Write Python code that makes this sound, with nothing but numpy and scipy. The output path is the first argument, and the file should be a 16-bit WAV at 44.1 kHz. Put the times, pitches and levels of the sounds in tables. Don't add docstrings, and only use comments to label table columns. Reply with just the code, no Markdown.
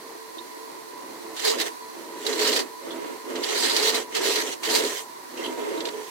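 import sys
import numpy as np
from scipy import signal
from scipy.fft import rfft, irfft, next_fast_len
from scipy.io import wavfile
from scipy.ndimage import uniform_filter1d

SR = 44100
rng = np.random.default_rng(int(sys.argv[2]) if len(sys.argv) > 2 else 0)


def file_out(sig):
    cols = np.atleast_2d(sig).T
    lim = np.clip(cols, -1, 1)
    pcm = np.round(lim * 32767).astype(np.int16)
    wavfile.write(sys.argv[1], SR, pcm)


def boost_factor(decibels):
    exponent = np.asarray(decibels, float) / 20
    return 10 ** exponent


N = 268993


def rms_one(x):
    return x / np.sqrt(np.mean(x ** 2) + 1e-20)


def in_time(rows, **ends):
    times, *columns = np.transpose(rows)
    t = np.arange(N) / SR
    return [np.interp(t, times, column, **ends) for column in columns]


def at_hz(points, hz):
    point_hz, point_db = np.transpose(points)
    return np.interp(np.log(hz + 1), np.log(point_hz), point_db)


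def drift(rate):
    step = 40
    r = np.exp(-2 * np.pi * step * rate / SR)
    slow = signal.lfilter([1], [1, -2 * r, r * r], rng.standard_normal(N // step + 2002))[2000:]
    return np.interp(np.arange(N) / step, np.arange(len(slow)), rms_one(slow))


def coloured(x, spectrum, lifts, low_hz, high_hz):
    size = next_fast_len(N)
    hz = np.fft.rfftfreq(size, 1 / SR)
    db = at_hz(spectrum, hz)
    for f, width, lift_db in lifts:
        db = db + lift_db / (1 + (2 * (hz - f) / width) ** 2)
    z = rfft(x, size) * boost_factor(db)
    inside = abs(z[:, (hz > low_hz) & (hz < high_hz)]) ** 2
    return irfft(z, size)[:, :N] * size / np.sqrt(np.sum(inside))


def resonate(x, hz, width):
    r = np.exp(-np.pi * width / SR)
    poles = [1, -2 * r * np.cos(2 * np.pi * hz / SR), r * r]
    return signal.lfilter([(1 - r * r) / 2, 0, (r * r - 1) / 2], poles, x)


def paired(x, turn=8.5):
    walk = turn * np.cumsum(rng.standard_normal(N)) / np.sqrt(SR)
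    walk = uniform_filter1d(walk, size=256)
    whole = signal.hilbert(x, next_fast_len(N))[:N]
    sides = np.array([[1], [-1]])
    return np.real(whole * np.exp(.5j * walk * sides))


def hum(modes, steady, turn):
    out = 0
    for hz, width, db in modes:
        tone = resonate(rng.standard_normal(N), hz, width)
        tone = rms_one(resonate(tone, hz, 3 * width))
        height = np.sqrt(uniform_filter1d(tone ** 2, size=400) + 0.023)
        out = out + boost_factor(db) * rms_one(tone / height ** steady)
    return paired(rms_one(out), turn)


def grains(per_s, spread_db, alike_hz):
    size_db = spread_db * np.minimum(rng.exponential(1, (3, N)), 4)
    sizes = boost_factor(size_db) * rng.standard_normal((3, N))
    x = rms_one(sizes * (rng.random((3, N)) < per_s / SR))
    low, high = (signal.butter(1, alike_hz, kind, fs=SR) for kind in ("low", "high"))
    return signal.lfilter(*low, paired(x[0])) + signal.lfilter(*high, x[1:])


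# f [Hz], level [dB per Hz]
MACHINE = [(25, -50), (60, -28.5), (120, -16), (200, -14), (330, -2), (480, -9), (700, -10.5), (1000, 0.5),
           (1300, -13), (2000, -11), (2400, -15.5), (3800, -15.5), (5200, -17), (12000, -19),
           (16000, -24.5)]
# f [Hz], width [Hz], lift [dB]
CASTING = [(258, 20, 5), (358, 50, 5), (555, 25, 5), (661, 25, 5), (754, 20, 5), (1403, 30, 4),
           (1785, 40, 4), (1934, 60, 7), (2090, 50, 4), (2380, 35, 4), (4120, 120, 7), (4500, 450, 5),
           (5950, 300, 3), (3000, 1300, -3)]
# f [Hz], width [Hz], level [dB]
WHINE_MODES = [(932, 16, -9), (984, 5, 0), (1038, 7, -5), (445, 5, -3)]


def lathe():
    hiss = coloured(grains(per_s=47000, spread_db=2.1, alike_hz=1040), MACHINE, CASTING, 25, 21000)
    whine = hum(WHINE_MODES, steady=0.42, turn=7.4)
    hiss_db = -42.5 + 0.5 * drift(4.1)
    whine_db = -45.5 + 0.53 * drift(2.5)
    return boost_factor(hiss_db) * hiss + boost_factor(whine_db) * whine


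# t [s], peak level [dB]
SLAPS = [(0.099, -50), (0.241, -55), (0.37, -21), (0.476, -51), (0.571, -27), (0.719, -48), (0.818, -46),
         (0.959, -57), (1.078, -42), (1.248, -25), (1.909, -42), (2.015, -38), (2.751, -56), (5.157, -44)]
# f [Hz], level [dB], t60 [s]
PULLEY_COVER = [
    (335, 0, .12),
    (362, -1, .1),
    (558, -4, .07),
    (665, -4, .07),
]


def slaps():
    push = np.zeros(N)
    push[[round(s * SR) for s, db in SLAPS]] = boost_factor(np.array(SLAPS)[:, 1] - 16.5)
    push = np.convolve(push, np.hanning(40) / 20)[:N] + 1e-18
    out = 0
    for hz, db, t60 in PULLEY_COVER:
        r, w = boost_factor(-60 / (t60 * SR)), 2 * np.pi * hz / SR
        out = out + boost_factor(db) * signal.lfilter([0, np.sin(w)], [1, -2 * r * np.cos(w), r * r], push)
    no_boom = signal.butter(4, 240, "high", fs=SR, output="sos")
    return paired(signal.sosfilt(no_boom, out))


# start t [s], end t [s], push level [dB], hollow ring level [dB]
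PUSHES = [(.05, 0.157, -62, -37.5), (0.363, 0.79, -52, -48.5), (0.924, 1.028, -52, -41),
          (1.025, 1.354, -47.5, -46), (1.471, 1.548, -39.5, -27), (1.56, 1.645, -36.5, -31.5),
          (1.953, 2.217, -45.5, -40), (2.274, 2.417, -37.5, -27), (2.413, 2.615, -34.5, -30),
          (2.87, 3.122, -38.5, -35.5), (3.297, 3.423, -36.5, -29.5), (3.445, 3.7, -38.5, -33),
          (3.73, 3.996, -37.5, -29.5), (4.165, 4.315, -37, -28.5), (4.32, 4.501, -39, -33),
          (4.687, 4.75, -35.5, -30), (4.78, 4.858, -35, -28), (4.88, 4.927, -44, -33),
          (5.396, 5.533, -36, -39), (5.588, 5.798, -34.5, -27.5), (5.787, 5.877, -38, -27),
          (5.944, 6.008, -44.5, -29)]
PUSH_RISE_DB_PER_S, PUSH_FALL_DB_PER_S, RESTING_DB, HOLLOW_RESTING_DB = 202, 185, -60.5, -50.5


def held(column, resting_db):
    t, out = np.arange(N) / SR, np.full(N, float(resting_db))
    for row in PUSHES:
        before, after = np.maximum(row[0] - t, 0), np.maximum(t - row[1], 0)
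        out = np.maximum(out, row[column] - PUSH_RISE_DB_PER_S * before - PUSH_FALL_DB_PER_S * after)
    return out


# t [s], tearing level [dB]
STROKES = [
    [(1.3, -61), (1.44, -31), (1.448, -25), (1.508, -26.5), (1.562, -39.5), (1.616, -35), (1.64, -40),
     (1.67, -30.5), (1.75, -73)],
    [(2.15, -51), (2.258, -37.5), (2.266, -37), (2.296, -31.5), (2.378, -35), (2.416, -26.5), (2.602, -30),
     (2.654, -64), (2.7, -70)],
    [(3.3, -42), (3.344, -51), (3.36, -37.5), (3.39, -45), (3.422, -43), (3.442, -27), (3.45, -31),
     (3.62, -28.5)],
    [(3.62, -32), (3.624, -28), (3.814, -29.5), (3.896, -25), (3.918, -32.5), (3.958, -28), (4.026, -37.5),
     (4.08, -73)],
    [(4.09, -57), (4.166, -30), (4.202, -32.5), (4.252, -26), (4.422, -29.5), (4.434, -34.5), (4.538, -34),
     (4.58, -64.5)],
    [(4.59, -65), (4.642, -32.5), (4.672, -32.5), (4.764, -25), (4.814, -31), (4.83, -30), (5.004, -35),
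     (5.08, -69)],
    [(5.34, -54), (5.356, -67), (5.374, -44), (5.46, -43), (5.52, -60)],
    [(5.72, -53), (5.848, -49), (5.856, -39), (5.926, -46.5), (6.1, -45)],
]


def depth():
    cut = sum(boost_factor(in_time(stroke, left=-200, right=-200)[0]) for stroke in STROKES)
    rub = boost_factor(held(column=2, resting_db=RESTING_DB) - 11.5)
    return 20 * np.log10(np.hypot(cut, rub))


# f [Hz], level [dB per Hz]
RUMBLE = [(18, -83), (30, -55), (76, -50.5), (207, -18), (326, -4), (386, -6), (434, -5.5), (789, -18.5),
          (955, -16.5), (1430, -21), (2050, -24.5), (4610, -33.5), (9000, -67.5), (11700, -36),
          (19800, -120)]
# f [Hz], width [Hz], lift [dB]
REST = [(252.6, 18, 8.5), (337.6, 26, 6.5), (546, 25, 6.5), (655.4, 5.8, 15.5), (948, 13, 17.5),
        (2096, 15, 11)]
# f [Hz], width [Hz], level [dB]
HOLLOW = [(423, 24, 0), (444, 18, -4), (520, 110, -9)]
HOLLOW_FOLLOWS, LIGHT_CUT_DB = 0.65, -41.5


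def pressure():
    rumble_db = held(column=2, resting_db=RESTING_DB) - 0.58 + 0.5 * drift(39)
    ring_db = held(column=3, resting_db=HOLLOW_RESTING_DB) - 1.0 + 0.15 * drift(47)
    ring_db = ring_db + HOLLOW_FOLLOWS * (np.maximum(depth(), LIGHT_CUT_DB) + 30)
    judder = coloured(grains(per_s=9000, spread_db=0.66, alike_hz=1300), RUMBLE, REST, 200, 353)
    power = np.mean(judder ** 2, axis=0)
    swell = uniform_filter1d(power, size=900) / np.mean(power)
    judder = judder / (swell + .05) ** .3
    ring = hum(HOLLOW, steady=.85, turn=5.5)
    return boost_factor(rumble_db) * judder + boost_factor(ring_db) * ring


# f [Hz], level [dB per Hz]
TEAR = [(300, -40), (600, -10), (1000, -5), (1400, -9), (1900, -5), (2350, -8), (3000, -5), (3600, -7),
        (4050, -2), (5000, -4), (5300, -10), (7500, -8.5), (10000, -15), (13000, -18), (16000, -21)]
# f [Hz], width [Hz], lift [dB]
TOOL = [(1840, 70, 5), (2090, 70, 5), (3095, 60, 4), (3430, 50, 5), (3695, 60, 5), (3877, 40, 4),
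        (4012, 40, 5), (4147, 45, 4), (4333, 25, 8), (4785, 30, 5), (5119, 35, 5), (5890, 300, 6),
        (7285, 40, 4), (8280, 120, 2)]


def through_tool(x):
    return coloured(x, TEAR, TOOL, 2500, 8000)


# t [s], peak level [dB], tool ring f [Hz], length [s]
CATCHES = [(1.363, -25, 3680, 0.039), (1.394, -21.5, 5800, 0.011), (1.453, -37, 2070, 0.009),
           (1.583, -21.5, 2070, 0.034), (1.5987, -17, 3670, 0.015), (1.611, -15.5, 3660, 0.016),
           (2.264, -14, 3930, 0.014), (2.358, -23, 3010, 0.018), (2.381, -25, 3700, 0.015),
           (2.391, -19, 3440, 0.031), (2.472, -10.5, 5030, 0.016), (2.526, -15.5, 4400, 0.026),
           (2.561, -11.5, 4550, 0.016), (2.59, -16.5, 4750, 0.026), (3.504, -20, 4200, 0.0086),
           (3.573, -18, 4000, 0.013), (3.63, -15, 4020, 0.037), (3.695, -13, 3670, 0.011),
           (3.763, -10, 4530, 0.017), (3.824, -18, 4270, 0.044), (3.872, -16, 4100, 0.04),
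           (3.944, -16.5, 3920, 0.029), (4.148, -15.5, 3120, 0.022), (4.164, -19.5, 4140, 0.014),
           (4.358, -12, 4000, 0.012), (4.632, -18, 2900, 0.017), (4.649, -19.5, 3000, 0.036),
           (4.696, -18, 4930, 0.029), (4.748, -11.5, 4300, 0.026), (4.846, -20, 4200, 0.022)]
# t [s], peak level [dB], ring f [Hz], length [s]
TICKS = [(.381, -27, 3680, .014), (2.905, -27, 3430, .025), (5.373, -30, 2750, .04),
         (5.415, -30, 2085, .045), (5.436, -23, 3150, .04), (5.458, -26, 2950, .015),
         (1.358, -32, 7500, .04), (2.222, -32, 2910, .015), (3.434, -22, 4600, .015),
         (4.123, -32, 2130, .015), (4.638, -27, 7000, .015), (5.61, -35, 3300, .01),
         (5.772, -33, 3800, .02), (5.854, -28, 7600, .012), (1.425, -30, 7500, .03), (3.52, -28, 7500, .04)]
# t [s], peak level [dB], ring f [Hz], length [s]
SKIPS = [
    (2.326, -16.5, 4030, .014),
    (3.356, -21, 3000, .014),
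    (5.804, -19.5, 3380, .012),
    (5.852, -16.5, 3550, 0.01),
    (5.87, -22, 3480, 0.0075),
    (5.886, -19, 3380, 0.007),
]


def catches():
    out = np.zeros((2, N))
    bright = through_tool(rng.standard_normal((2, N)))
    dull = signal.sosfilt(signal.butter(3, 7500, fs=SR, output="sos"), bright)
    t = np.arange(4096) / SR
    # events, their noise, ring against spit in dB, broad ring width in Hz
    kinds = [(TICKS, dull, 10, 300), (CATCHES, bright, -4, 600), (SKIPS, dull, 0, 1500)]
    for rows, noise, ring_db, broad_hz in kinds:
        for s, db, hz, length in rows:
            i, length = round(s * SR), np.clip(length, .003, .05)
            shape = (1 - np.exp(-t / .0012)) * np.exp(-(t / length) ** 1.6)
            spit = noise[:, i:i + 4096] * shape[:N - i]
            ring = 1.4 * resonate(spit, hz, broad_hz) + 3 * resonate(spit, hz, 130)
            mix = boost_factor(-ring_db) * spit + boost_factor(ring_db / 1.27 - 4.0) * ring
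            out[:, i:i + 4096] += boost_factor(db - 15.0) * mix
    return out


def patchy(x, patch_db):
    hz, s, z = signal.stft(x, SR, nperseg=256)
    patches = uniform_filter1d(rng.standard_normal(z.shape[1:]), size=4, axis=0)
    patches = uniform_filter1d(patches, size=12, axis=1)
    return signal.istft(z * boost_factor(patch_db * rms_one(patches)), SR, nperseg=256)[1][:, :N]


# depth level [dB], brightness [dB], grip on the chuck [dB]
DEPTH_COLOUR = [(-73, -4.5, -16.5), (-56, 3, -11.5), (-29.5, -5, -7.5), (-31.5, -2, -2.5),
                (-20.5, 2.5, 1.5)]
# brightness [dB], grip [dB]
STROKE_COLOUR = [(1, 2.8), (.4, 2.2), (-1, 2), (.3, 2), (-1, 0.2), (3, 2), (-1, -7), (-2, 0)]
TURNS_PER_S = 16.77
LATE_BRIGHT_DB, LATE_GRIP_DB = 2.5, -1.5
CHATTER_DB, CHATTER_PER_S = 1.02, 113


def cutting():
    tear_db = depth()
    law_db, *law_colours = np.transpose(DEPTH_COLOUR)
    bright_db, grip_db = (np.interp(tear_db, law_db, colour) for colour in law_colours)
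    for stroke, (more_bright_db, more_grip_db) in zip(STROKES, STROKE_COLOUR):
        start, end = stroke[0][0], stroke[-1][0]
        on, late = in_time([(start, 1, 0), (end, 1, 1)], left=0, right=0)
        bright_db = bright_db + on * more_bright_db + LATE_BRIGHT_DB * late ** 1.8
        grip_db = grip_db + on * more_grip_db + LATE_GRIP_DB * late ** 2.6

    tear = through_tool(grains(per_s=14000, spread_db=2.2, alike_hz=1400))
    tear = patchy(tear, patch_db=1.8)
    top = signal.sosfilt(signal.butter(2, 5600, "high", fs=SR, output="sos"), tear)
    tear = tear + (boost_factor(np.clip(bright_db, -15, 9)) - 1) * top
    chuck = signal.sosfiltfilt(signal.butter(2, [3600, 5300], "band", fs=SR, output="sos"), tear)
    tear = tear + (boost_factor(np.clip(grip_db, -10, 4)) - 1) * chuck

    angle = 2 * np.pi * TURNS_PER_S * np.arange(N) / SR
    turn_db = 0.069 * np.cos(angle + 1.6) + 0.28 * np.cos(3 * angle + 2.9)
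    flutter_db = 0.6 * drift(20) + CHATTER_DB * drift(CHATTER_PER_S)
    return boost_factor(tear_db + 1.0 + turn_db + flutter_db) * tear


def scene():
    return lathe() + slaps() + pressure() + catches() + cutting()


def top_cut(x):
    return signal.sosfilt(signal.butter(12, 16350, fs=SR, output="sos"), x)


# f [Hz], left minus right level [dB]
LEAN = [(200, -3), (700, -3.5), (1290, -1.5), (2400, -6), (4400, -4.5), (8100, -1.5), (15000, 0)]


def record(dry):
    size = next_fast_len(N)
    hz = np.fft.rfftfreq(size, 1 / SR)
    sides = np.array([[1], [-1]])
    response = boost_factor(at_hz(LEAN, hz) / 2 * sides + 0.5)
    response = response * (hz < 15890) * hz / np.hypot(hz, 110)
    rounded = .5 * np.tanh(dry / .5)
    mix = irfft(rfft(rounded, size) * response, size)[:, :N]
    return top_cut(mix)


dry = scene()
out = record(dry)
file_out(out)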